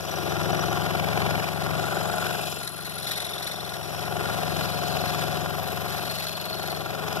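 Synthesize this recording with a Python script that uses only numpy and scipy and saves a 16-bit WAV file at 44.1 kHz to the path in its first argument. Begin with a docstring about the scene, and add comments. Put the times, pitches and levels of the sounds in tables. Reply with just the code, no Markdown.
"""A scroll saw runs at about 22 strokes a second, heard very close, as a pine board is steered round an inside cut.
First the board is fed into the teeth: they bite, tear fibres and make it chatter and knock on the iron table.
From about 2.6 s it is mostly pivoted, so the cutting sinks while the blade rubs and squeaks in its kerf;
from about 4.2 s the feed returns, and after 6 s squeaks and short snags come forward before a last push.
Throughout, jolts of the arm hum as multiples of the crank speed and filtered noise makes the blower hiss."""
import sys
import numpy as np
from scipy import signal
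from scipy.fft import rfft, irfft, next_fast_len
from scipy.io import wavfile

SR = 44100
rng = np.random.default_rng(int(sys.argv[2]) if len(sys.argv) > 2 else 0)


def unload_audio(sound):
    """Save the sound as a 16-bit wav file, at the path given as the first command line argument."""
    columns = np.transpose(np.atleast_2d(sound))
    # keep every value between -1 and 1, then stretch to whole-number steps
    steps = np.round(np.clip(columns, -1, 1) * 32767)
    wavfile.write(sys.argv[1], SR, steps.astype(np.int16))


N = 317520
TIME = np.arange(N) / SR   # s
FREQ = np.maximum(np.arange(N // 2 + 1) * SR / N, 1)   # Hz


def from_db(db):
    """Decibels to gain."""
    return 10 ** (np.asarray(db) / 20)


def rms_one(x):
    """Scale to unit rms."""
    return x / np.sqrt(np.mean(x ** 2) + 1e-20)


def in_time(rows):
    """Draw straight lines through (second, value) points, one value for every sample."""
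    seconds, values = np.transpose(rows)
    return np.interp(TIME, seconds, values)


def over_hz(points):
    """Read a (Hz, value) table on a log-frequency axis."""
    hz, values = np.transpose(points)
    return np.interp(np.log(FREQ), np.log(hz), values)


def drift(rate_hz, size=N):
    """Slow chance of unit rms, its changes above rate_hz smoothed away."""
    padded = next_fast_len(size)
    hz = np.arange(padded // 2 + 1) * SR / padded
    smooth = rfft(rng.standard_normal(padded)) / (1 + (hz / rate_hz) ** 2)
    return rms_one(irfft(smooth, padded)[:size])


def colour(x, spectrum, modes=()):
    """Pass x through a body with a broad colour and resonant peaks that ring on after each blow; rms 1."""
    db = over_hz(spectrum)
    for hz, width, peak_db in modes:
        db = db + peak_db / (1 + (2 * (FREQ - hz) / width) ** 2)
    cepstrum = irfft(np.log(from_db(db)), N)
    phase = 2 * rfft(cepstrum[:N // 2], N).imag   # minimum phase: nothing rings ahead of its blow
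    return rms_one(irfft(rfft(x) * from_db(db) * np.exp(1j * phase), N))


def resonate(x, hz, width):
    """One ringing resonance with gain 1 on top; a narrower width (Hz) rings longer."""
    r = np.exp(-np.pi * width / SR)
    feedforward = np.array([1, 0, -1]) * (1 - r * r) / 2
    feedback = [1, -2 * r * np.cos(2 * np.pi * hz / SR), r * r]
    return signal.lfilter(feedforward, feedback, x)


def grains(per_s):
    """Wood fibres snap at random moments with random sizes."""
    snapping = rng.random(N) < per_s / SR
    return rms_one(rng.standard_normal(N) * snapping)


# How fast the crank turns. Each row: time in seconds, speed in turns per second.
SPEED = [(0.0, 22.36), (0.3, 21.91), (0.4, 22.08), (1.3, 22.58), (1.4, 22.28), (1.8, 22.91), (1.9, 22.86),
         (2.2, 24.0), (2.5, 22.76), (3.0, 22.73), (3.3, 22.32), (3.6, 22.6), (3.8, 21.82), (4.1, 22.96),
         (4.4, 22.41), (4.5, 22.58), (4.8, 22.16), (5.0, 22.53), (5.2, 22.32), (5.6, 22.31), (5.8, 22.56),
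         (5.9, 23.08), (6.4, 23.43), (6.6, 22.68), (6.8, 22.5), (7.2, 22.7)]


def crank():
    """Add up the wandering crank speed into turns made so far; one turn is one stroke."""
    return np.cumsum(in_time(SPEED)) / SR


def offset(turns, position):
    """Distance in turns from the nearest pass of a crank position."""
    return (turns - position + .5) % 1 - .5


def per_pass(turns, position=0):
    """A chance value for every pass, sliding from one to the next."""
    return np.interp(turns - position, np.arange(256), rng.standard_normal(256))


LEAN = .16   # a contact builds faster than it lets go (share of its width)


def contact(turns, position, width, uneven_db):
    """A swell once a turn, quick to rise and slower to fall, with a new strength on every pass."""
    strength = per_pass(turns, position)
    past = offset(turns, position)
    leaning_width = width * (1 + LEAN * np.sign(past))
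    return np.exp(-.5 * (past / leaning_width) ** 2) * from_db(uneven_db * strength)


def stroke(turns, contacts, uneven_db):
    """Force through the turn, rms 1: a steady part and its contacts."""
    force = 1
    for position, width, db in contacts:
        force = force + from_db(db) * contact(turns, position, width, uneven_db)
    return rms_one(force)


SPELL_FADE = .3   # length of each fade, as a share of the spell


def spell(start, end):
    """Fade in, hold, fade out, each fade centred on its end of the spell."""
    inside = np.minimum(TIME - start, end - TIME)
    return np.clip(.5 + inside / (SPELL_FADE * (end - start)), 0, 1)


# How hard the board is pushed into the teeth. Each row: time in seconds, cutting noise in dB,
# of which only the swing about its mean is used.
FEED = [(0, -36), (.55, -27.5), (.95, -29), (1.25, -27), (1.52, -32), (1.72, -28.5), (2.35, -31.5),
        (2.7, -43.5), (3.1, -39.5), (3.45, -39), (3.9, -36.5), (4.3, -30.5), (5.15, -30.5), (6.0, -33.5),
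        (6.15, -38.5), (6.7, -34), (6.9, -35.5), (7.2, -29.5)]


def feed_swing():
    """Harder pushing makes louder cutting: the feed's swing about its mean, in dB."""
    feed = in_time(FEED)
    return feed - feed.mean()


# Where the teeth bite. Each row: crank position in turns, width in turns, level in dB over the steady force.
BITE_STROKE = [(.14, 0.092, 1.5), (0.78, 0.14, -0.5)]
# Broad colour of the chattering board. Each row: frequency in Hz, relative level in dB.
BOARD = [(30, -16), (70, -2.5), (130, 1), (240, -3), (310, -1.5), (370, 2), (470, -1), (680, 4),
         (890, -4.5), (1300, -5), (1750, -7), (2050, -12.5), (2800, -16), (4500, -19.5), (9000, -29.5)]
# Resonances of the iron table. Each row: frequency in Hz, width in Hz, peak in dB on top of the colour.
TABLE_MODES = [(440, 120, 1.5), (737, 20, -3), (990, 60, 3.5), (1145, 30, 4), (1410, 70, 7), (2240, 220, 7),
               (3130, 830, 2.5)]
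BOARD_DB, BOARD_FOLLOWS = -34, .86   # level at mean feed (dB), share of the feed's swing followed
BUZZ_ORDERS = range(15, 38)   # multiples of crank speed in the table top's buzz


def board(turns, level_db, repeat_db=-2, knocks_per_s=7000):
    """The same teeth catch at the same crank positions, fresh fibres break in between; the board rattles with both."""
    above_buzz = np.arange(1025) > BUZZ_ORDERS[-1]
    pattern = irfft(above_buzz * np.exp(2j * np.pi * rng.random(len(above_buzz))))   # one turn of catches
    teeth = rms_one(np.interp(turns % 1, np.linspace(0, 1, len(pattern)), pattern))
    pressure = stroke(turns, BITE_STROKE, uneven_db=1.0)
    bites = (from_db(repeat_db) * teeth + grains(knocks_per_s)) * pressure
    force = rms_one(bites) * from_db(level_db)
    return np.std(force) * colour(force, BOARD, TABLE_MODES)


# Where the board slaps the table in every turn. Each row: crank position in turns, relative level in dB.
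SLAPS = [(.11, -0.5), (.22, -0.5), (.72, -0.5), (.87, -4)]
SLAP_JITTER_TURNS, SLAP_UNEVEN_DB = .008, 1.5   # spread of the chance in place and strength
SLAP_S = .0026   # decay time of the crunch
SLAP_DB = -3.5   # against the board's steady rattle


def slaps(turns, level_db):
    """The blade lifts the board and lets it slap down, each time a little earlier or later, harder or softer."""
    chance = rng.standard_normal((int(turns[-1]) + 1, len(SLAPS), 2))
    position, db = np.transpose(SLAPS)
    landing = np.arange(len(chance))[:, None] + position + SLAP_JITTER_TURNS * chance[..., 0]
    sample = np.searchsorted(turns, landing)
    strength = from_db(db + SLAP_UNEVEN_DB * chance[..., 1])
    hits = np.bincount(sample.ravel(), strength.ravel(), N)[:N]
    decay = signal.lfilter([1], [1, -np.exp(-1 / (SLAP_S * SR))], hits)
    force = rms_one(decay * rng.standard_normal(N)) * from_db(level_db)
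    return np.std(force) * colour(force, BOARD, TABLE_MODES)


# A tooth lifts the board and drops it on the table. Each row: landing time in seconds, level in dB.
CATCHES = [(.53, -16.5), (.683, -21), (1.379, -18.5), (4.56, -22), (5.039, -18)]
# What the dropped board rings with. Each row: frequency in Hz before a few percent of chance,
# width in Hz, level in dB against the catch.
KNOCK_MODES = [(430, 90, -5), (690, 70, 0), (1150, 200, -5), (1550, 250, -6)]


def catches():
    """The board lands with a short wooden knock, a few decaying sines."""
    out, age = np.zeros(N), TIME[:SR // 10]
    for landing, db in CATCHES:
        first = int(landing * SR)
        for hz, width, mode_db in KNOCK_MODES:
            pitch = hz * rng.uniform(.95, 1.05)
            ring = np.exp(-np.pi * width * age) * np.sin(2 * np.pi * pitch * age)
            out[first:first + len(age)] += from_db(db + mode_db) * ring
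    return out


LIFT_S, LIFT_LOSS_DB = .014, 7   # time off the table, loss while off it


def lifts():
    """Just before it lands the board is off the table and rattles less (dB)."""
    lifted = 0
    for landing, _ in CATCHES:
        rise = np.clip((TIME - landing + LIFT_S) / (LIFT_S / 2), 0, 1)
        lifted = lifted + rise * (TIME < landing)
    return -LIFT_LOSS_DB * lifted


# Where the tips tear. Each row: crank position in turns, width in turns, level in dB over the steady force.
RASP_STROKE = [(.15, 0.055, 2), (.9, 0.11, -2.5)]
# Broad colour of the tearing. Each row: frequency in Hz, relative level in dB.
TEETH = [(800, -74), (2500, 18), (3600, 12), (5200, 12.5), (6500, 6), (8500, 5), (10600, 6.5), (11800, 14),
         (13200, 8.5), (14200, 2)]
# Resonances of the blade. Each row: frequency in Hz, width in Hz, peak in dB on top of the colour.
BLADE_MODES = [(3476, 130, 5.5), (3920, 480, 4.9), (5970, 110, 0.67)]


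def rasp(turns, fibres_per_s=14000):
    """Fine tearing at the tooth tips: snapping fibres ring the blade."""
    pressure = stroke(turns, RASP_STROKE, uneven_db=2.2)
    return colour(grains(fibres_per_s) * pressure, TEETH, BLADE_MODES)


# Where the play is taken up. Each row: crank position in turns, width in turns, level in dB over the steady part.
PLAY_STROKE = [(0.172, 0.0055, 28.6), (0.986, 0.0066, 27.1)]
# Resonances of the blade clamps. Each row: frequency in Hz, width in Hz, relative level in dB.
CLAMP_MODES = [(5000, 220, -3), (5570, 620, -7), (6885, 100, -1.5)]


def clamps(turns):
    """Play in the blade clamps ticks twice a turn and rings their metal."""
    ticks = grains(15000) * stroke(turns, PLAY_STROKE, uneven_db=2.0)
    ringing = np.zeros(N)
    for k, (hz, width, db) in enumerate(CLAMP_MODES):
        ringing += (-1) ** k * from_db(db) * resonate(ticks, hz, width)   # neighbours in opposite polarity
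    return rms_one(ringing)


# Loudness at the tooth tips. Each row: time in seconds, reference level in dB for rasp and clamps.
TEARING = [(0, -40), (.5, -39.5), (1.3, -38.5), (1.7, -40.5), (2.25, -37.5), (2.5, -34), (2.7, -48),
           (3.05, -40), (3.3, -44.5), (3.85, -43), (4.55, -36.5), (5.2, -37), (5.65, -40.5), (6.3, -39),
           (6.9, -43.5), (7.2, -37.5)]
RASP_DB, CLAMP_DB = 1.5, -9   # against the tearing (dB)


def tooth_tips(turns, hardness):
    """Rasp and clamp ticks rise and fall with the tearing; only the rasp follows the wood's hardness."""
    tips = from_db(RASP_DB + hardness) * rasp(turns) + from_db(CLAMP_DB) * clamps(turns)
    return from_db(in_time(TEARING)) * tips


SQUEAK_WANDER = .3   # pitch change from stroke to stroke, as a share of the glide


def singing(turns, spells):
    """Stick and slip keeps a resonance singing; once a turn it swells and glides, part tone and part scrape."""
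    out = np.zeros(N)
    for start, end, hz, width, db, position, length, glide, over_db, rough in spells:
        swell = spell(start, end)
        on = swell > 0
        size = int(on.sum())
        past = offset(turns[on], position) / length
        wander = SQUEAK_WANDER * per_pass(turns[on])
        pitch = hz * (1 + glide * (wander + past * np.exp(-(past / 2) ** 2 / 2)))
        scrape = (drift(width, size) + 1j * drift(width, size)) / np.sqrt(2)
        voice = np.sqrt(1 - rough ** 2) + rough * scrape
        tone = np.real(voice * np.exp(2j * np.pi * np.cumsum(pitch) / SR))
        pulse = stroke(turns[on], [(position, length, over_db)], uneven_db=1.3)
        out[on] += from_db(db) * swell[on] * tone * pulse
    return out


# The board groans under the teeth. Each row: start in seconds, end in seconds, pitch in Hz, scrape width in Hz,
# level in dB, crank position in turns, length in turns, glide as a share of the pitch,
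# swell in dB over the ringing in between, roughness from 0 to 1.
GROANS = [(0.303, 1.0, 699, 70, -42, 0.76, 0.049, 0.064, 33, 0.6),
          (0.949, 1.6, 817, 60, -37.5, 0.83, 0.1, 0.065, 27, 0.35),
          (1.799, 2.42, 1440, 50, -33, 0.19, 0.11, -.06, 14, .3),
          (1.996, 2.419, 1690, 90, -42, .06, .04, -.04, 30, .5),
          (2.445, 3.1, 1415, 50, -43.5, .23, 0.16, -0.0301, 22, .6),
          (3.949, 4.7, 1420, 50, -42, .18, 0.075, -0.038, 31, 0.57),
          (6.799, 7.297, 1410, 50, -43.5, 0.16, 0.1, -0.035, 24, 0.58)]


def groans(turns):
    """Low stick and slip of the board against the teeth."""
    return singing(turns, GROANS)


# Where the blade rubs. Each row: crank position in turns, width in turns, level in dB over the steady force.
RUB_STROKE = [(.57, 0.13, 22.2), (.94, 0.13, 15.4)]
# Side pressure on the blade. Each row: time in seconds, rubbing in dB before the scene's rub_db and the hardness.
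RUB = [(0, -44), (1.6, -43), (2.3, -40), (2.55, -46), (3.0, -38), (3.2, -34), (3.45, -38), (3.7, -43.5),
       (4.1, -41.5), (5.7, -42.5), (6.28, -35.5), (6.4, -59), (6.7, -36), (6.95, -57), (7.2, -65)]
# The blade snags in the kerf. Each row: time in seconds, added force in dB.
SNAGS = [(2.631, -28), (2.675, -25.5), (6.239, -28.5), (6.268, -30), (6.454, -28)]
SNAG_S = .003   # decay time of a snag
# Broad colour of the rubbing. Each row: frequency in Hz, relative level in dB.
KERF = [(1000, 1.5), (1750, 10), (2200, 14), (2800, -7.5), (3900, 14), (4400, 13), (5000, 2), (6300, 4.5),
        (7300, -5), (8300, 3), (9300, -2), (10700, 8), (14500, -3)]


def rubbing(turns, trim_db, slips_per_s=14000, uneven_db=4.0):
    """The twisted blade scrapes the kerf wall going up and going down, and now and then snags."""
    snags = np.zeros(N)
    for start, db in SNAGS:
        snags += from_db(db) * (TIME >= start) * np.exp(-np.abs(TIME - start) / SNAG_S)
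    pressure = from_db(in_time(RUB) + trim_db) * stroke(turns, RUB_STROKE, uneven_db)
    force = grains(slips_per_s) * (pressure + snags)
    return np.std(force) * colour(force, KERF)


# The twisted blade squeaks once a turn for a spell. Each row: start in seconds, end in seconds, pitch in Hz,
# scrape width in Hz, level in dB, crank position in turns, length in turns, glide as a share of the pitch,
# swell in dB over the ringing in between, roughness from 0 to 1.
SQUEAKS = [(0, 0.76, 5750, 140, -41.5, 0.57, 0.083, 0, 17, 0.92),
           (0.5, 1.48, 3000, 220, -43.5, 0.18, 0.06, 0.0012, 28, 0.94),
           (0.86, 1.55, 2310, 69, -36, .15, 0.065, -0.0207, 25, 0.4),
           (1, 1.47, 4400, 740, -45, 0.14, 0.046, -0.00033, 27.5, 0.8),
           (1.78, 2.7, 7330, 560, -45.5, 0.63, .15, -0.023, 4, 0.93),
           (2.19, 2.45, 2600, 200, -39.5, 0.59, 0.072, 0.059, 20, 0.83),
           (2, 3.48, 10550, 400, -39.5, 0.585, 0.065, -.01, 21, 0.92),
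           (2.5, 3.5, 10750, 240, -39, .95, 0.067, 0.0253, 26, 0.8),
           (2.5, 3.1, 4150, 160, -42.5, 0.63, .06, -0.0086, 8, 0.83),
           (3, 3.7, 4130, 210, -40.5, 0.62, 0.062, -0.0176, 20, .85),
           (3, 3.68, 3500, 130, -43, 0.397, 0.043, 0.0463, 32, 0.4),
           (3, 3.73, 3620, 170, -40, 0.512, 0.033, -0.014, 30, 0.4),
           (3, 3.4, 3700, 380, -40, 0.99, .05, 0.0196, 21, 0.9),
           (3.0, 4.15, 5560, 73, -44, 0.55, 0.083, -0.0011, 1, 0.93),
           (4.5, 5.0, 4900, 110, -45, 0.79, .1, 0.0026, -4, 0.8),
           (3.5, 4.9, 9940, 450, -47.5, 0.63, .2, -0.024, -1, 0.8),
           (4.5, 5.2, 4180, 250, -37, 0.58, .1, -0.0014, 6, 1),
           (5.5, 6.05, 12100, 770, -40, 0.97, 0.085, -0.017, 8, 0.9),
           (6.0, 6.82, 11500, 360, -41, 0.93, 0.061, -0.00097, 19, 1),
           (6, 6.82, 4300, 150, -35.5, 0.64, 0.075, 0, 9, 1),
           (6, 6.95, 3900, 790, -42, 0.95, 0.062, 0.00079, 27, 1)]


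def squeaks(turns):
    """High stick and slip of the twisted blade in its kerf; spells may overlap."""
    return singing(turns, SQUEAKS)


# The colour of the table top's buzz. Each row: frequency in Hz, relative level in dB.
BUZZ = [(330, -3), (400, -3), (500, -3.5), (680, 0), (830, -.5)]
# Resonances of the buzz. Each row: frequency in Hz, width in Hz, peak in dB on top of the colour.
BUZZ_MODES = [(360, 22, 5), (425, 24, 7), (565, 25, 4.5), (640, 24, 4.5), (716, 20, 6)]
# Pressed a certain way, the board lets a resonance of the table top swell.
# Each row: start in seconds, end in seconds, frequency in Hz, width in Hz, level in dB.
DRONES = [(.15, .85, 341, 64, -37), (2.004, 2.465, 643, 11, -41.5), (2.03, 2.456, 713, 9.9, -43.5),
          (4.0, 5.6, 579, 27, -44.5), (4.103, 5.943, 717, 18, -43), (6.054, 6.6, 647, 13, -42.5)]
BUZZ_DB, BUZZ_FOLLOWS = -34, .85   # level at mean feed (dB), share of the feed's swing followed


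def buzz(turns, level_db):
    """The higher multiples buzz in the table top, and single resonances swell for a while."""
    lines, wavers = np.zeros(N), [1 + .25 * drift(2) for _ in range(5)]
    for k, order in enumerate(BUZZ_ORDERS):
        lines += wavers[k % len(wavers)] * np.sin(2 * np.pi * (order * turns + rng.random()))
    pressed = lines * stroke(turns, BITE_STROKE, uneven_db=2)
    out = from_db(level_db) * colour(pressed, BUZZ, BUZZ_MODES)
    for start, end, hz, width, db in DRONES:
        swell, ringing = spell(start, end), resonate(lines, hz, width)
        out += from_db(db) * swell * ringing / np.std(ringing[swell > 0])
    return out


# Shaking of the frame. Each row: multiple of crank speed, relative level in dB.
FRAME_ORDERS = [(4, -5.8), (5, -2.8), (6, -9.5), (7, -.5), (8, -5), (9, -9), (10, -22), (11, -18),
                (12, -16), (14, -16)]
# Loudness of the frame's thumping. 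Each row: time in seconds, level in dB before HUM_DB is added.
HUM = [(0.0, -43), (0.52, -35), (1.38, -35), (1.46, -37.5), (1.72, -35.5), (2.25, -39), (2.45, -42),
       (2.69, -48.5), (3.03, -46), (3.41, -48.5), (4.31, -38), (5.19, -37), (5.94, -40), (6.3, -46),
       (7.2, -40)]
HUM_DB = 8
THUMP_AT = .4684   # crank position at which the arm jolts the frame (turns)
FRAME_RING_HZ, FRAME_RING_WIDTH_HZ = 135.1, 6.7   # the stand holds back the jolt at this pitch


def frame(turns, waver=.13, waver_hz=2.8):
    """The arm jolts the saw once a turn; the stand rings and delays the multiple that lies on its resonance."""
    out, speed = np.zeros(N), turns[-1] / TIME[-1]
    wavers = [drift(waver_hz) for _ in range(5)]
    for k, (order, db) in enumerate(FRAME_ORDERS):
        lag = np.pi + 2 * np.arctan(2 * (order * speed - FRAME_RING_HZ) / FRAME_RING_WIDTH_HZ)
        strength = from_db(db) * (1 + waver * wavers[k % len(wavers)])
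        out += strength * np.cos(2 * np.pi * order * (turns - THUMP_AT) - lag)
    return from_db(HUM_DB + in_time(HUM)) * rms_one(out)


# Colour of the dust blower. Each row: frequency in Hz, relative level in dB.
AIR = [(500, -8), (5000, -26), (9000, 12.5), (10700, 15), (11900, 15), (13000, 23), (14200, 8)]


def blower(level_db):
    """Rushing air hisses steadily: coloured noise."""
    return from_db(level_db) * colour(rng.standard_normal(N), AIR)


def workshop(t60=.086):
    """Dense short reflections from table, saw body and walls smear the sound without colouring it."""
    tail = rng.standard_normal(N) * from_db(-60 * np.minimum(TIME / t60, 4))
    return np.exp(1j * np.angle(rfft(tail)))   # keep only the phase


# The far port against the near one. Each row: frequency in Hz, level in dB.
FAR_PORT = [(40, -9.4), (100, -12.4), (170, -14.8), (260, -4.1), (400, -11.5), (700, -5.6), (1200, -3.6),
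            (1700, -2.2), (2100, -.3), (2700, -2.2), (3300, -.8), (3800, -3.2), (4400, -2.6), (6000, -4.0),
            (8000, -7.3), (12000, -17)]
# Sound reaching the far port directly. Each row: frequency in Hz, share from 0 to 1.
DIRECT = [(90, .85), (160, .4), (250, .6), (450, .65), (700, .84), (1050, .9), (1650, .78), (1900, .93),
          (2050, 1), (2220, 1), (2400, .92), (2700, .72), (3300, .98), (3800, .8), (4400, .93), (5700, .72),
          (7500, .3), (14000, .15)]
NEAR_ROOM_DB = -24   # scattered sound at the near port
PORT_LAG_S = .000462


def ports(x):
    """The near port faces the blade; the far one is shaded, later and inverted, so together they hollow out 2 kHz."""
    sound, direct = rfft(x), over_hz(DIRECT)
    scattered = np.sqrt(1 - direct ** 2)
    near = 1 + from_db(NEAR_ROOM_DB) * scattered * workshop()
    far = -direct * np.exp(-2j * np.pi * FREQ * PORT_LAG_S) + scattered * workshop()
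    shaded = np.exp(1j * np.angle(far)) * from_db(over_hz(FAR_PORT))   # its level comes from the table alone
    return irfft(sound * np.array([near, shaded]), N)


GRAIN_DB, GRAIN_HZ = .75, 7   # hard and soft growth rings pass the blade


def scene(air_db=-48, rub_db=1):
    """One crank paces the strokes; each part of the saw has its own path to the microphone."""
    turns, feed = crank(), feed_swing()
    hardness = GRAIN_DB * drift(GRAIN_HZ)
    lift_db = lifts()
    rattle_db = BOARD_DB + BOARD_FOLLOWS * feed + hardness + lift_db
    wood = board(turns, rattle_db)
    knocks = slaps(turns, rattle_db + SLAP_DB) + catches()
    teeth = tooth_tips(turns, hardness) + groans(turns)
    kerf = rubbing(turns, rub_db + hardness) + squeaks(turns)
    body = buzz(turns, BUZZ_DB + BUZZ_FOLLOWS * feed + lift_db) + frame(turns)
    air = blower(air_db)
    return sum(ports(part) for part in (wood, knocks, teeth, kerf, body, air))


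CUTOFF_HZ = 14220


def record(dry):
    """A steep low-pass takes off the top."""
    low_pass = signal.ellip(14, .1, 90, CUTOFF_HZ, fs=SR, output="sos")   # ripple and stop band in dB
    return signal.sosfilt(low_pass, dry)


dry = scene()
out = record(dry)
unload_audio(out)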